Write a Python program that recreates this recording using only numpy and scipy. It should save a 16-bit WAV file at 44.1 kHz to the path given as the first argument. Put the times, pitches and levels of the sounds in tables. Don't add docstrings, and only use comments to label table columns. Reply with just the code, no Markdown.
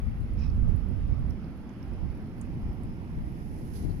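import sys
import numpy as np
from scipy import signal
from scipy.fft import rfft, irfft
from scipy.io import wavfile
from scipy.ndimage import uniform_filter1d

SR = 44100
rng = np.random.default_rng(int(sys.argv[2]) if len(sys.argv) > 2 else 0)


def transcribe(signal):
    frames = np.atleast_2d(signal).T
    limited = np.clip(frames, -1, 1)
    pcm = np.round(limited * 32767).astype(np.int16)
    wavfile.write(sys.argv[1], SR, pcm)


N = 176400
T = np.arange(N) / SR
HZ = np.fft.rfftfreq(N, 1 / SR)


def amp(db):
    return 10 ** (np.asarray(db) / 20)


def unit(x):
    return x / np.sqrt(np.mean(x ** 2) + 1e-20)


def look_up(table, hz):
    row_hz, *columns = np.transpose(table)
    return np.array([np.interp(np.log(hz + 1), np.log(row_hz + 1), column) for column in columns])


def curve(points, t=T):
    return np.interp(t, *np.transpose(points))


def colour(x, tone):
    return unit(irfft(rfft(x) * amp(look_up(tone, HZ)), N))


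def wander(span_s):
    return unit(irfft(rfft(rng.standard_normal(N)) * np.exp(-(HZ * span_s) ** 2), N))


def wind():
    # time in seconds, relative level in dB.
    gusts_left = [(0, -29.5), (0.07, -24), (0.15, -33), (0.215, -22), (0.27, -35.5), (0.33, -30.5),
                  (0.45, -33), (0.57, -27), (0.66, -28.5), (0.8, -46.5), (0.98, -36), (1.06, -25.5),
                  (1.14, -39.5), (1.23, -29.5), (1.38, -46), (1.7, -46), (1.9, -40.5), (2.5, -46),
                  (2.6, -35.5), (2.7, -26), (2.76, -57), (2.86, -33.5), (3, -46), (3.12, -43),
                  (3.18, -27.5), (3.3, -49), (3.6, -41), (3.78, -35.5), (3.855, -24), (4, -33.5)]
    gusts_right = [(0, -30), (0.12, -36.5), (0.24, -33), (0.38, -24.5), (0.55, -19.5), (0.7, -17.5),
                   (0.8, -21.5), (0.92, -26.5), (1.15, -21), (1.29, -27), (1.35, -28.5), (1.47, -38),
                   (1.8, -46), (1.87, -30.5), (1.99, -32), (2.045, -20.5), (2.12, -35), (2.33, -39.5),
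                   (2.43, -31.5), (2.58, -39), (2.66, -29), (2.8, -33), (3, -38), (3.22, -32), (3.33, -33),
                   (3.85, -36.5), (4, -39)]
    # frequency in Hz, relative level in dB.
    rumble_tone = [(10, -11.5), (25, -3.5), (60, 2.5), (100, -3.5), (150, -12.5), (220, -18), (310, -29.5),
                   (420, -44.5), (600, -45.5), (1000, -57.5), (3000, -85)]
    likeness, gain_db, swirl_db = 0.28, -1, 2
    left_air, other_air = rng.standard_normal((2, 1, N))
    right_air = likeness * left_air + np.sqrt(1 - likeness ** 2) * other_air
    sides = []
    for gusts, air in ((gusts_left, left_air), (gusts_right, right_air)):
        rumble = colour(air, rumble_tone)[0]
        rumble /= np.sqrt(abs(uniform_filter1d(rumble ** 2, size=1800)) + 1e-9)
        rumble = unit(rumble * amp(swirl_db * wander(span_s=0.03)))
        sides.append(rumble * amp(gain_db + curve(gusts)))
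    return np.array(sides)


def surf():
    # frequency in Hz, left and right relative levels in dB.
    roar_tone = [(130, -61, -60.5), (225.6, -62.5, -62), (330.3, -70.5, -70.5), (438, -80.5, -76.5),
                 (610, -86, -82.5), (805, -85, -81), (1010, -89, -86.5), (1310, -90.5, -89),
                 (1700, -94, -92), (2060, -95, -91), (2270, -98, -91.5), (3380, -104.5, -100),
                 (3860, -109, -105), (5350, -116, -100), (5900, -118, -108.5), (6630, -117, -110),
                 (7450, -119, -120), (9900, -118, -114), (10600, -121, -104), (13300, -122, -118),
                 (15500, -122, -118)]
    # frequency in Hz, gain in dB.
    bass = [(15, -13.5), (50, 0.5), (90, -4.5), (130, 3.4)]
    # frequency in Hz, likeness from 0 to 1.
    side_likeness = [(60, 0.2), (200, 0.9), (350, 0.98), (550, 0.81), (850, 0.5), (1300, 0.62),
                     (1600, 0.48), (2000, 0.1), (5000, 0.098), (12000, 0.046)]
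    # time in seconds, head start of the left side in milliseconds.
    left_lead = [(0, 0.24), (.6, 0.18), (1.5, 0.073), (2.5, -0.14), (3.4, -0.32), (4, -0.39)]
    # frequency in Hz, extra left head start in radians.
    bend = [(600, -0.09), (950, 0.83), (1250, -0.38), (1750, -0.0075), (2300, 0)]
    # frequency in Hz, left and right dB per second.
    tone_drift = [(150, 0.5, 0.5), (230, -0.9, -0.5), (327, 1.5, 1.4), (424, 0.5, .3), (560, -1.1, -0.4),
                  (800, 1, 0.2), (1300, -0.5, -1.2), (2100, -0.2, .2), (3520, -0.4, -0.9), (8000, 1.2, 1.5)]
    level_db, swell_db, mid_turn_s = -39.5, 0.38, 2.43
    hz = np.fft.rfftfreq(2048, 1 / SR)
    t = np.arange(N // 512 + 5) * 512 / SR
    noise = rng.standard_normal((len(t), len(hz), 5)).T
    left, other = noise[0] + 1j * noise[1], noise[2] + 1j * noise[3]
    patches = uniform_filter1d(noise[4], size=16, axis=0)
    patches_db = unit(uniform_filter1d(patches, size=8, axis=1))
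    likeness = look_up(side_likeness, hz).T
    lag_radians = 2 * np.pi * hz[:, None] * curve(left_lead, t) / 1000 + look_up(bend, hz).T
    right = likeness * np.exp(-1j * lag_radians) * left + np.sqrt(1 - likeness ** 2) * other
    drift_db = look_up(tone_drift, hz)[:, :, None] * (t - mid_turn_s)
    grid = np.array([left, right]) * amp(patches_db + look_up(bass, hz).T + drift_db)
    roar = signal.istft(grid, nperseg=2048, noverlap=1536)[1][:, :N]
    return colour(roar, roar_tone) * amp(level_db + swell_db * wander(span_s=0.13))


def tick(db, hz, octaves):
    rise_s, decay_s, tail_s, tail_db = 0.0012, 0.0015, 0.015, -18.5
    t = T[:2048]
    octaves_away = np.log2((np.fft.rfftfreq(len(t), 1 / SR) + 1) / hz)
    band = np.exp(-0.5 * (octaves_away / octaves) ** 2)
    ring = unit(irfft(rfft(rng.standard_normal((2, len(t)))) * band))
    snap = np.exp(-np.maximum(t - rise_s, 0) / decay_s)
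    tail = amp(tail_db) * np.exp(-t / tail_s)
    return ring * np.minimum(t / rise_s, 1) * (snap + tail) * amp([[db - 12], [db]])


def add(mix, start_s, sound):
    part = mix[:, round(start_s * SR):][:, :sound.shape[1]]
    part += sound[:, :part.shape[1]]


def hand_grip():
    # start in seconds, right-side level in dB, pitch in Hz, width in octaves.
    ticks = [(.207, -62, 8500, 0.47), (.335, -58, 11000, .2), (.394, -53, 5870, 0.13),
             (.5, -53, 5150, 0.17), (.686, -58, 10700, 0.11), (.761, -53.5, 11000, .22),
             (.908, -63, 10500, .1), (1.191, -57.5, 10340, 0.064), (1.297, -58.5, 11000, 0.13),
             (1.306, -53, 5200, .2), (1.306, -61, 10500, .3), (1.444, -60, 4900, .13),
             (1.693, -57, 5740, 0.22), (1.828, -58, 5300, 0.1), (1.83, -61, 12000, .12),
             (2.102, -59, 4570, .2), (2.15, -63, 10500, .2), (2.173, -61, 11000, .15),
             (2.381, -60, 10500, .15), (2.388, -62, 10500, .15), (2.4125, -42, 8000, 0.29),
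             (2.413, -48, 6900, 0.073), (2.729, -58, 11000, 0.28), (2.779, -65, 5100, .12),
             (2.834, -52.5, 9300, 0.17), (2.852, -66, 9800, .25)]
    creaks_per_s, creak_db, spread_db = 59, -70.5, 3
    mix = np.zeros((2, N))
    for start_s, db, hz, octaves in ticks:
        add(mix, start_s, tick(db, hz, octaves))
    for _ in range(int(creaks_per_s * N / SR)):
        start_s = rng.random() * N / SR
        db = creak_db + spread_db * rng.standard_normal()
        add(mix, start_s, tick(db, hz=10800, octaves=0.11))
    return mix


def friction():
    grain_db = 2
    return rng.standard_normal((2, N)) * amp(grain_db * wander(span_s=0.0013))


def finger_scuff():
    # time in seconds, level in dB.
    pressure = [(.33, -100), (.385, -61), (.4, -59.5), (.44, -54.5), (.47, -58.5), (.5, -66), (.52, -73),
                (.6, -100)]
    # pitch in Hz, width in Hz, left and right relative levels in dB.
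    rings = [(1120, 1500, -10, -2), (2540, 220, -13, 7), (3920, 300, -8, -11), (5240, 720, -32, 1.5)]
    case = sum(amp([[left], [right]]) / (1 + (2 * (HZ - pitch) / width) ** 2)
               for pitch, width, left, right in rings)
    return unit(irfft(rfft(friction()[0]) * case, N)) * amp(curve(pressure))


def sleeve():
    # frequency in Hz, left and right relative levels in dB.
    cloth_tone = [(2000, -99.5, -99), (3700, -103, -94), (5130, -104, -89.5), (6800, -102, -95),
                  (7700, -104, -107), (9060, -102, -97.5), (10400, -104.5, -87), (10900, -105, -87.5),
                  (12100, -107, -92.5), (13400, -112, -105), (14500, -114, -128)]
    # frequency in Hz, relative level in dB.
    thinning = [(2000, -10), (4500, -2.5), (7000, 1), (10500, 2)]
    rub_tone = [(2500, -27), (4100, 6), (5200, -1), (7000, -20), (12000, -23)]
    # time in seconds, level in dB.
    slide_levels = [(0, -75), (2.9, -93.5), (3.35, -73), (3.55, -67), (3.8, -63), (3.92, -69), (4, -76)]
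    brush_levels = [(3.725, -90), (3.738, -57.5), (3.775, -56), (3.81, -61), (3.85, -62.5), (3.88, -72),
                    (4, -67)]
    # middle of a rub in seconds, level in dB, fade time in seconds.
    rubs = [(3.845, -69, .022), (3.906, -66, 0.025)]
    slide = colour(colour(friction(), thinning), cloth_tone) * amp(curve(slide_levels))
    brush = colour(friction(), cloth_tone) * amp(curve(brush_levels))
    rub_gain = sum(amp(db) * np.exp(-((T - middle_s) / fade_s) ** 2) for middle_s, db, fade_s in rubs)
    return slide + brush + colour(friction(), rub_tone) * rub_gain


def wind_flutter():
    # time in seconds, level in dB.
    levels = [(3.7, -66), (3.8, -54), (3.85, -29), (3.91, -34), (4, -49.5)]
    # frequency in Hz, relative level in dB.
    tone = [(50, -12.5), (130, 0.5), (250, -2.5), (340, -7), (500, -25.5), (700, -27.5), (1200, -49),
            (4000, -69.5)]
    left_only = np.array([[1], [0]])
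    return colour(rng.standard_normal((1, N)), tone) * amp(curve(levels)) * left_only


def scene():
    return wind() + wind_flutter() + surf() + sleeve() + finger_scuff() + hand_grip()


def record(dry):
    cutoff_hz = 15720
    low_pass = signal.firwin(511, cutoff_hz, window=("kaiser", 9), fs=SR)
    return signal.oaconvolve(dry, low_pass[None], "same")


dry = scene()
out = record(dry)
transcribe(out)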